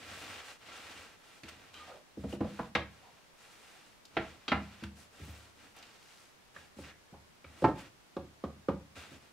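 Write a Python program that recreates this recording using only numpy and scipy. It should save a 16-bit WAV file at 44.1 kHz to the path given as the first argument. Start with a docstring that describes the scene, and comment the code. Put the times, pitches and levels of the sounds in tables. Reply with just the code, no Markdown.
"""Gloved hands stroke a thin old board on a wooden workbench, turn it over and back, and lay it down.
They then rub a thick weathered plank, lift it, let it drop and knock it on the bench three times.
Each blow rings the wood's damped modes over the thump of the bench. Snagging fibres make the gloves
rasp and the sleeves rustle and swish; grit ticks, bark crackles, edges scrape and squeak.
A small workshop answers the blows, heard in close stereo over a steady hush."""
import sys
import numpy as np
from scipy import signal
from scipy.fft import rfft, irfft, next_fast_len
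from scipy.io import wavfile
from scipy.ndimage import map_coordinates

SR = 44100
rng = np.random.default_rng(int(sys.argv[2]) if len(sys.argv) > 2 else 0)


def bounce(signal):
    """Save signal as a 16-bit WAV file at the path given by the first command-line argument."""
    frames = np.transpose(np.atleast_2d(signal))
    limited = np.clip(frames, -1, 1)
    pcm = np.round(limited * 32767).astype(np.int16)
    wavfile.write(sys.argv[1], SR, pcm)


N = 411012

# thin board modes: freq_hz, width_hz, face_db, edge_db
BOARD_MODES = [(136, 12, 3.5, 6.5), (171, 16, 6, -1), (200, 5.7, 14.5, 17), (229.3, 21, 13.5, 6),
               (274, 37, 5, 10.5), (331.2, 15.4, 8.5, 17.5), (485.5, 11, 14, 1), (570, 45, 7, 0),
               (645, 12.6, 8.5, 14), (715, 52, 0.5, 9.5), (761, 20, 7.5, 11), (810, 16, 10.5, 4.5),
               (1013, 23, 7, -7), (1136, 11, 9, -31), (1266, 23, 11, 4), (1357, 35, -0.5, 8),
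               (1453, 39, 4, 3), (1612, 14, 8.5, -6), (1740, 21, 5, -28), (1893, 8.5, 0.5, -11),
               (2087, 44, 6, -1), (2200, 31, -2, 10), (2634, 51, -3, 4), (2870, 29, 12, -4),
               (3230, 28, 0, 20), (3900, 150, 8, 7)]
# board on bench: start_s, level_db, corner_hz (harder is higher), thump_db, node_hz, edge_fraction
BOARD_BLOWS = [(1.433, -42, 460, 2, 510, .5), (2.171, -33, 414, 4, 724, 0.65),
               (2.238, -25, 420, -0.5, 332, 0.6), (2.327, -29, 517, -9, 224, 0.28),
               (2.406, -21.5, 626, -10, 654, .3), (2.444, -30, 585, -16, 232, 0),
               (2.591, -27.5, 1040, -10, 540, 0.1), (2.751, -24, 2700, 0, 244, 0.12),
               (4.168, -24, 1870, -7, 1090, 1), (4.480, -35, 4700, -8, 690, 0.8),
               (4.518, -21.5, 1930, 2.5, 497, 0.12), (4.825, -32.5, 362, 6.5, 640, 0.64)]
def board():
    """The thin board tips and claps on the bench; modes with a node at the contact stay quiet."""
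    out = np.zeros((2, N))
    for s, db, corner_hz, thump_db, node_hz, edge in BOARD_BLOWS:
        modes = struck(BOARD_MODES, edge)
        clap = knock(modes, corner_hz, thump_db, ring_db=25.5, grain_t60=0.084, grit_db=-44, wet_db=-8)
        notch_db = lambda hz: 8.7 * np.exp(-(np.log((hz + 1) / node_hz) / 0.15) ** 2)
        add(out, s, colour(clap, lambda hz: amp(db - notch_db(hz))))
    return out


# thick plank modes: freq_hz, width_hz, face_db, edge_db
PLANK_MODES = [(141.5, 6.6, 8, -5), (199.8, 12.2, 10.5, -0.5), (295.7, 29, 6.5, 7.5), (315, 24, -1.5, 9),
               (352, 46, 6.5, 3.5), (420.5, 19, -8, 8.5), (500, 31, 5.5, 1.5), (550, 35, 8, 4.5),
               (869, 23, -2, 11), (1000, 28, -10, -8), (1037, 37, 5.5, -22), (1133, 47, 8.5, -34),
               (1231, 30, 10, 3), (1322, 15, -1, 7.5), (1390, 76, 3, 2.5), (1618, 15, 1, 8.5),
               (1840, 7.9, -3, 2), (2190, 20, 4, -6)]
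# plank on bench: start_s, level_db, corner_hz, thump_db, edge_fraction
PLANK_BLOWS = [(5.198, -42, 320, 16, 0.8), (5.229, -41.5, 267, 6, 0.7), (5.276, -37.5, 218, 9.5, 0.9),
               (6.562, -52, 2480, 9, 0.4), (6.768, -43, 280, -10, 0), (6.787, -39.5, 596, 7, 0.6),
               (7.123, -45, 303, 7.5, 0.2), (7.139, -51, 890, -9, 0.5), (7.443, -53, 2440, 18, 0.2),
               (7.621, -22, 473, -28, 0.73), (7.642, -15, 990, -14, 1), (7.682, -23, 560, -18, 0.66),
               (8.166, -30, 770, 0, 0), (8.438, -29.5, 815, 2.5, 0), (8.685, -22, 800, -2.5, 0.03),
               (8.961, -57, 300, 16, 0.4), (9.117, -45.5, 252, 1, 0.6)]
def plank():
    """The thick plank is pressed, lifted, dropped on its edge and knocked flat."""
    out = np.zeros((2, N))
    for s, db, corner_hz, thump_db, edge in PLANK_BLOWS:
        modes = struck(PLANK_MODES, edge)
        blow = knock(modes, corner_hz, thump_db, ring_db=24.5, grain_t60=0.092, grit_db=-38, wet_db=-8.5)
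        add(out, s, amp(db) * blow)
    return out


# workbench modes: freq_hz, width_hz, level_db
BENCH_MODES = [(74.7, 4.4, 10), (84.7, 14, 2), (105.6, 2.9, 2.5), (135.7, 8.4, -5), (158, 3.9, 1.5)]
# crowded, quickly damped wood modes: freq_hz, level_db
GRAIN_SPECTRUM = [(30, -2.5), (70, -8), (130, -1), (300, -2.5), (700, -3), (1500, -1.5), (3000, -1.5),
                  (4500, -1.5), (6500, -10), (15000, -19)]
def knock(modes, corner_hz, thump_db, ring_db, grain_t60, grit_db, wet_db, slap_lag_s=0.004, slap_db=-4):
    """One blow: the wood's main and crowded modes over the bench's thump, softened by the contact time."""
    # one edge touches first, then the face slaps down
    grain = burst(grain_t60)
    add(grain, slap_lag_s, amp(slap_db) * burst(grain_t60))
    wood = amp(ring_db) * ring(modes, rise_s=0.00063) + amp(35) * shaped(grain, GRAIN_SPECTRUM)
    bench = amp(thump_db + 13.5) * ring(BENCH_MODES, rise_s=0.0051)  # heavy, slow to start
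    # grit lets a little treble past the soft contact
    contact = lambda hz: 1 / np.hypot(1, (hz / corner_hz) ** 3) + amp(grit_db)
    # boards are too small to radiate deep bass
    radiation = lambda hz: 1 / np.hypot(1, (56 / (hz + 1)) ** 5)
    return colour(workshop(wood, wet_db) + bench, lambda hz: contact(hz) * radiation(hz))


def struck(modes, edge):
    """Rows of freq_hz, width_hz, level_db for a blow between the face (0) and the edge (1)."""
    return [(hz, width, face_db + edge * (edge_db - face_db)) for hz, width, face_db, edge_db in modes]


def ring(modes, rise_s):
    """Damped sines of total energy 1; they swell while the waves cross the wood."""
    t = np.arange(SR // 2) / SR
    x = np.zeros(len(t))
    for k, (hz, width_hz, db) in enumerate(modes):
        envelope = amp(db) * width_hz * np.exp(-np.pi * width_hz * t)
        x += (-1) ** k * envelope * np.sin(2 * np.pi * hz * t)
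    x *= 1 - np.exp(-t / rise_s)
    return x / np.linalg.norm(x)


# hand strokes: start_s, rise_s, fall_s, glove_db, sleeve_db, drum_db
HAND_STROKES = [(-0.08, 0.33, 0.19, -48.5, -62.5, -56), (.29, 0.066, 0.086, -47, -77, -72),
                (.39, 0.091, 0.1, -51, -65.5, -74), (.75, 0.019, .03, -50, -74, -74),
                (0.582, 0.27, 0.33, -50.5, -67.5, -63), (.95, 0.035, 0.075, -62.5, -72, -65),
                (1.15, 0.2, 0.09, -61, -73, -78), (1.43, 0.02, 0.35, -58, -78, -64.5),
                (1.478, .012, 0.016, -49, -63, -70), (1.73, 0.011, 0.29, -55, -73, -64),
                (2.17, 0.064, 0.14, -64, -74, -68), (2.28, 0.036, 0.065, -54.5, -65, -67),
                (2.38, 0.19, 0.14, -56.5, -72, -68), (2.88, 0.05, 0.51, -66.5, -85, -81),
                (3.36, 0.067, 0.38, -61.5, -70.5, -86), (3.58, 0.11, 0.31, -61, -72, -90),
                (4.1, 0.17, .14, -56.5, -75, -57.5), (4.36, 0.34, 0.16, -58.5, -80, -70),
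                (4.77, 0.07, 0.035, -56.5, -82, -69), (4.95, 0.052, 0.074, -62.5, -65.5, -63),
                (5.1, 0.16, 0.29, -58, -68, -65.5), (5.541, .1, 0.097, -60.5, -74, -66),
                (5.74, 0.029, 0.31, -59.5, -84, -69), (5.97, 0.16, 0.24, -64, -71.5, -90),
                (6.54, 0.017, 0.15, -60, -72, -72), (6.76, 0.038, 0.055, -61, -67, -66),
                (6.81, 0.049, 0.073, -54, -76, -61), (7.43, 0.19, 0.16, -61, -74, -63),
                (7.55, 0.076, 0.068, -59.5, -72, -70), (7.73, 0.082, 0.1, -55.5, -75.5, -75),
                (7.77, 0.026, .04, -54.5, -66, -62), (8.95, 0.037, 0.12, -51.5, -66.5, -60),
                (9.06, 0.072, 0.065, -57, -71, -60), (9.18, 0.048, 0.11, -66, -79, -73)]
def hands(speed_exponent=0.82):
    """In each stroke the hand speeds up and slows to rest; rasp, rustle and drumming follow its speed."""
    t = np.arange(N) / SR
    power = np.full((3, N), 1e-12)
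    for s, rise_s, fall_s, *levels_db in HAND_STROKES:
        end_s = s + rise_s + fall_s
        moving = (t > s) & (t < end_s)
        phase = np.interp(t[moving], [s, s + rise_s, end_s], [0, np.pi / 2, np.pi])
        speed = np.abs(np.sin(phase))
        power[:, moving] += np.outer(amp(levels_db), speed ** speed_exponent) ** 2
    glove_db, sleeve_db, drum_db = 10 * np.log10(power)
    judder_db = wobble(45)
    return gloves(glove_db, judder_db) + sleeves(sleeve_db) + drumming(drum_db + judder_db)


# rubbed wood resonances: centre_hz, q, level_db
RUBBED_MODES = [(1140, 28, -3), (1345, 20, 2), (1570, 25, -2), (1900, 28, -6), (2430, 22, -1),
                (2750, 18, 1)]
# glove rasp: freq_hz, level_db
RASP_SPECTRUM = [(240, -42.5), (450, 1.5), (650, -4.5), (800, -0.5), (960, -3), (1350, -1), (2200, 1),
                 (2650, -3), (3500, -2), (6500, -11), (8500, -15.5), (12000, -41)]
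# hollow body of the wood: freq_hz, level_db
BODY_SPECTRUM = [(90, -26), (300, -5), (750, -1), (1300, -5), (2500, -23)]
def gloves(level_db, judder_db):
    """Gloves rasp over weathered wood, which adds its resonances and hollow body."""
    fibres = friction(rate_hz=4000, size_spread_db=-1.5, hiss=1.0)
    ringing = sum(amp(db) * resonance(fibres, hz, q) for hz, q, db in RUBBED_MODES)
    rasp = unit(shaped(fibres + ringing, RASP_SPECTRUM))
    body = unit(shaped(friction(rate_hz=1500, size_spread_db=2.5, hiss=0.84), BODY_SPECTRUM))
    # the body grows more slowly than the rasp, so light strokes sound duller
    return rasp * amp(level_db + 1.12 * judder_db) + body * amp(0.66 * level_db - 29 + 0.37 * judder_db)


# sleeve rustle: freq_hz, level_db
CLOTH_SPECTRUM = [(200, -8), (1500, -11), (4000, 2), (8000, 2.5), (11000, -2.5), (15500, -18.5)]
# fine hiss of a brisk sleeve: freq_hz, level_db
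CRISP_SPECTRUM = [(3000, -28), (8000, -4), (12000, -4), (15500, -3)]
def sleeves(level_db, brisk_db=-58.5, crisp_db_per_db=0.85):
    """Sleeves rustle, turning crisper as the arm moves faster."""
    cloth = unit(shaped(friction(rate_hz=4200, size_spread_db=3, hiss=1.0), CLOTH_SPECTRUM))
    crisp = unit(shaped(friction(rate_hz=4200, size_spread_db=-4, hiss=0.9), CRISP_SPECTRUM))
    crisp *= amp(crisp_db_per_db * (level_db - brisk_db) - 5)
    return (cloth + crisp) * amp(level_db + 4 + 0.68 * wobble(32))


# wood drumming on the bench: freq_hz, level_db
DRUM_SPECTRUM = [(24, -62), (40, -46), (75, 8.5), (155, -4), (289, 4), (404, -8), (700, -4), (910, -31.5),
                 (1540, -120)]
def drumming(level_db):
    """The stroked wood drums faintly on the bench."""
    bumps = friction(rate_hz=250, size_spread_db=2.5, hiss=0.99)
    return amp(level_db) * unit(shaped(bumps, DRUM_SPECTRUM))


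# small catches: start_s, level_db, centre_hz, q
CATCHES = [(1.434, -46.5, 2400, 0.9), (1.488, -46, 2200, 0.6), (1.741, -52, 3080, 1.1),
           (2.326, -46.5, 2840, 6), (2.408, -55, 2600, 3), (2.752, -45, 5170, 1.55),
           (4.053, -51.5, 4430, 1), (4.837, -41, 1740, 0.66), (5.765, -60, 10000, 1.1),
           (5.787, -57, 5200, 1.5), (5.826, -50.5, 2980, 1.14), (6.563, -44.5, 1730, 3.2),
           (7.444, -53, 2280, 4.8), (8.167, -54, 3730, 1.3), (8.44, -56, 2950, 1.1),
           (8.686, -52, 2940, 2.1), (8.956, -55.5, 2480, 0.6)]
def ticks():
    """Splinters, grit and glove seams catch: a short noise burst in one resonance."""
    out = np.zeros((2, N))
    for s, db, centre_hz, q in CATCHES:
        snap = resonance(resonance(burst(t60=0.044), centre_hz, q), centre_hz, q)
        add(out, s, amp(db + 23) * workshop(snap / np.linalg.norm(snap[0]), wet_db=-7))
    return out


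# wood dragging on wood: start_s, length_s, centre_hz, level_db
DRAGS = [(1.87, 0.065, 750, -55.5), (1.875, 0.11, 527, -55), (1.88, 0.055, 1170, -60),
         (3.018, 0.08, 795, -60.5), (5.768, 0.042, 745, -65), (6.878, 0.051, 1900, -58),
         (7.134, 0.022, 755, -55), (9.11, 0.038, 298, -60)]
def scrapes():
    """An edge drags over the bench in uneven slips that sound in one resonance."""
    out = np.zeros((2, N))
    n = SR // 2
    for s, length_s, centre_hz, db in DRAGS:
        slips = spread(rng.standard_normal((2, n))) * amp(1.1 * wobble(152)[:n])
        tone = unit(resonance(resonance(slips, centre_hz, q=4), centre_hz, q=1.2))
        add(out, s, amp(db) * workshop(tone * swell(length_s, n), wet_db=-4))
    return out


# board edge squeak: start_s, length_s, pitch_hz, level_db
SQUEAK_PARTIALS = [(1.742, 0.105, 1220, -58.5), (1.742, 0.045, 3150, -58), (1.742, 0.045, 3930, -63)]
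def squeaks(waver_fraction=0.014):
    """As the board is lifted, its edge sticks and slips fast enough to sing in wavering partials."""
    out = np.zeros((2, N))
    n = SR // 2
    for s, length_s, hz, db in SQUEAK_PARTIALS:
        pitch_hz = hz * (1 + waver_fraction * wobble(160)[:n])
        phase = 2 * np.pi * np.cumsum(pitch_hz) / SR
        tone = unit(np.sin(phase) * amp(3 * wobble(110)[:n]))
        add(out, s, amp(db) * workshop(np.array([tone, tone]) * swell(length_s, n), wet_db=-4))
    return out


# brushing cloth: start_s, length_s, centre_hz, level_db
CLOTH_BRUSHES = [(5.19, 0.22, 14000, -69), (5.78, 0.52, 4600, -67), (6.78, 0.13, 5000, -65)]
def brushes():
    """One high, airy sleeve swish and two crackly rubs over bark: snags swell and fade in a broad band."""
    out = np.zeros((2, N))
    snags = friction(rate_hz=700, size_spread_db=4.5, hiss=0.6)
    for s, length_s, centre_hz, db in CLOTH_BRUSHES:
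        part = snags[:, round(s * SR):][:, :SR]
        brush = unit(resonance(resonance(part, centre_hz, q=1), centre_hz, q=1))
        add(out, s, amp(db) * brush * swell(length_s, SR))
    return out


# workshop decay: freq_hz, t60_s
ROOM_DECAY = [(70, .5), (190, .43), (330, .27), (1100, .28), (3000, .28), (9000, .22)]
def workshop(x, wet_db, build_s=0.011):
    """x plus the room's answer, which builds as the walls reply and lasts longest in the bass."""
    hz, t, noise = signal.stft(spread(rng.standard_normal((2, SR // 2))), SR, nperseg=256)
    envelope = amp(-60 * t / along(ROOM_DECAY, hz)[:, None]) * (1 - np.exp(-t / build_s))
    tail = signal.istft(noise * envelope, SR, nperseg=256)[1]
    tail /= np.linalg.norm(tail[0])
    return x + amp(wet_db) * signal.fftconvolve(x, tail, axes=1)[:, :x.shape[-1]]


# room tone: freq_hz, level_db
AIR_SPECTRUM = [(20, -5.5), (48, -1), (65, -6), (140, -1.5), (300, -3), (850, -5), (2150, -8.5),
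                (5700, -14.5), (11400, -22), (15500, -28)]
def air():
    """The steady hush of the workshop, unrelated on the two sides."""
    return amp(-62) * unit(shaped(rng.standard_normal((2, N)), AIR_SPECTRUM))


# left-right likeness: freq_hz, correlation
STEREO_LIKENESS = [(100, .98), (400, .97), (1000, .88), (2300, .75), (5000, .52), (13000, .2)]
def spread(pair):
    """Two unrelated signals become left and right: alike in the bass, apart in the treble."""
    n = pair.shape[-1]
    m = next_fast_len(n)
    correlation = along(STEREO_LIKENESS, np.fft.rfftfreq(m, 1 / SR))
    angle = np.arccos(np.clip(correlation, -1, 1)) / 2
    mid, side = irfft(rfft(pair, m) * [np.cos(angle), np.sin(angle)], m)[:, :n]
    return np.array([mid + side, mid - side])


def friction(rate_hz, size_spread_db, hiss, diffuse=0.4):
    """Fibres snag and let go at random, in unequal sizes, over a smooth direct and diffuse hiss."""
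    snags = (rng.random(N) < rate_hz / SR) * amp(size_spread_db * rng.standard_normal(N))
    direct = spread(unit(snags * rng.standard_normal((2, N))) + hiss * rng.standard_normal((2, N)))
    return direct + diffuse * rng.standard_normal((2, N))


def burst(t60):
    """Dying stereo noise, energy 1 on the left."""
    t = np.arange(SR // 2) / SR
    x = spread(rng.standard_normal((2, len(t)))) * amp(-60 * t / t60)
    return x / np.linalg.norm(x[0])


def swell(length_s, n):
    """A rounded rise and fall, then silence up to n samples."""
    progress = np.minimum(np.arange(n) / SR / length_s, 1)
    return np.sqrt(np.abs(np.sin(np.pi * progress)))


def wobble(rate_hz):
    """A smooth random curve, rate_hz knots a second."""
    knots = rng.standard_normal(int(N * rate_hz / SR) + 4)
    return map_coordinates(knots, [np.arange(N) * rate_hz / SR])


def colour(x, gain):
    """Minimum-phase filter of magnitude gain(hz)."""
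    n = x.shape[-1]
    m = 2 * next_fast_len(n // 2 + 4096)
    magnitude = np.maximum(gain(np.fft.rfftfreq(m, 1 / SR)), 1e-6)
    cepstrum = irfft(np.log(magnitude))
    cepstrum[1:m // 2] *= 2
    cepstrum[m // 2 + 1:] = 0
    return irfft(rfft(x, m) * np.exp(rfft(cepstrum)), m)[..., :n]


def shaped(x, spectrum):
    """x coloured by freq_hz, level_db points."""
    return colour(x, lambda hz: amp(along(spectrum, hz)))


def resonance(x, centre_hz, q):
    """x through one resonance."""
    return colour(x, lambda hz: 1 / np.hypot(1, q * (hz / centre_hz - centre_hz / (hz + 1))))


def along(points, hz):
    """Interpolate freq_hz, value points on a log frequency axis."""
    freqs_hz, values = np.transpose(points)
    return np.interp(np.log(hz + 1), np.log(freqs_hz + 1), values)


def amp(db):
    """Decibels to gain."""
    return 10 ** (np.asarray(db) / 20)


def unit(x):
    """Scale to rms 1."""
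    return x / np.sqrt(np.mean(x ** 2) + 1e-20)


def add(track, start_s, sound):
    """Mix a sound into the track."""
    start = max(round(start_s * SR), 0)
    part = track[:, start:start + sound.shape[-1]]
    part += sound[..., :part.shape[-1]]


# stereo balance: freq_hz, left_minus_right_db
BALANCE = [(80, .6), (300, -1), (1100, -2), (2200, -.2), (4500, 2), (12000, .7)]
def scene():
    """All sources; the woody midrange leans a little right, the rustling treble left."""
    left, right = board() + plank() + ticks() + scrapes() + squeaks() + brushes() + hands() + air()
    left = colour(left, lambda hz: amp(along(BALANCE, hz) / 2))
    right = colour(right, lambda hz: amp(-along(BALANCE, hz) / 2))
    return np.array([left, right])


def record(dry):
    """A sharp low-pass removes the highest treble."""
    cutoff_hz = 15750
    m = next_fast_len(N + SR // 2)
    passband = np.fft.rfftfreq(m, 1 / SR) < cutoff_hz
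    return irfft(rfft(dry, m) * passband, m)[:, :N]


dry = scene()
out = record(dry)
bounce(out)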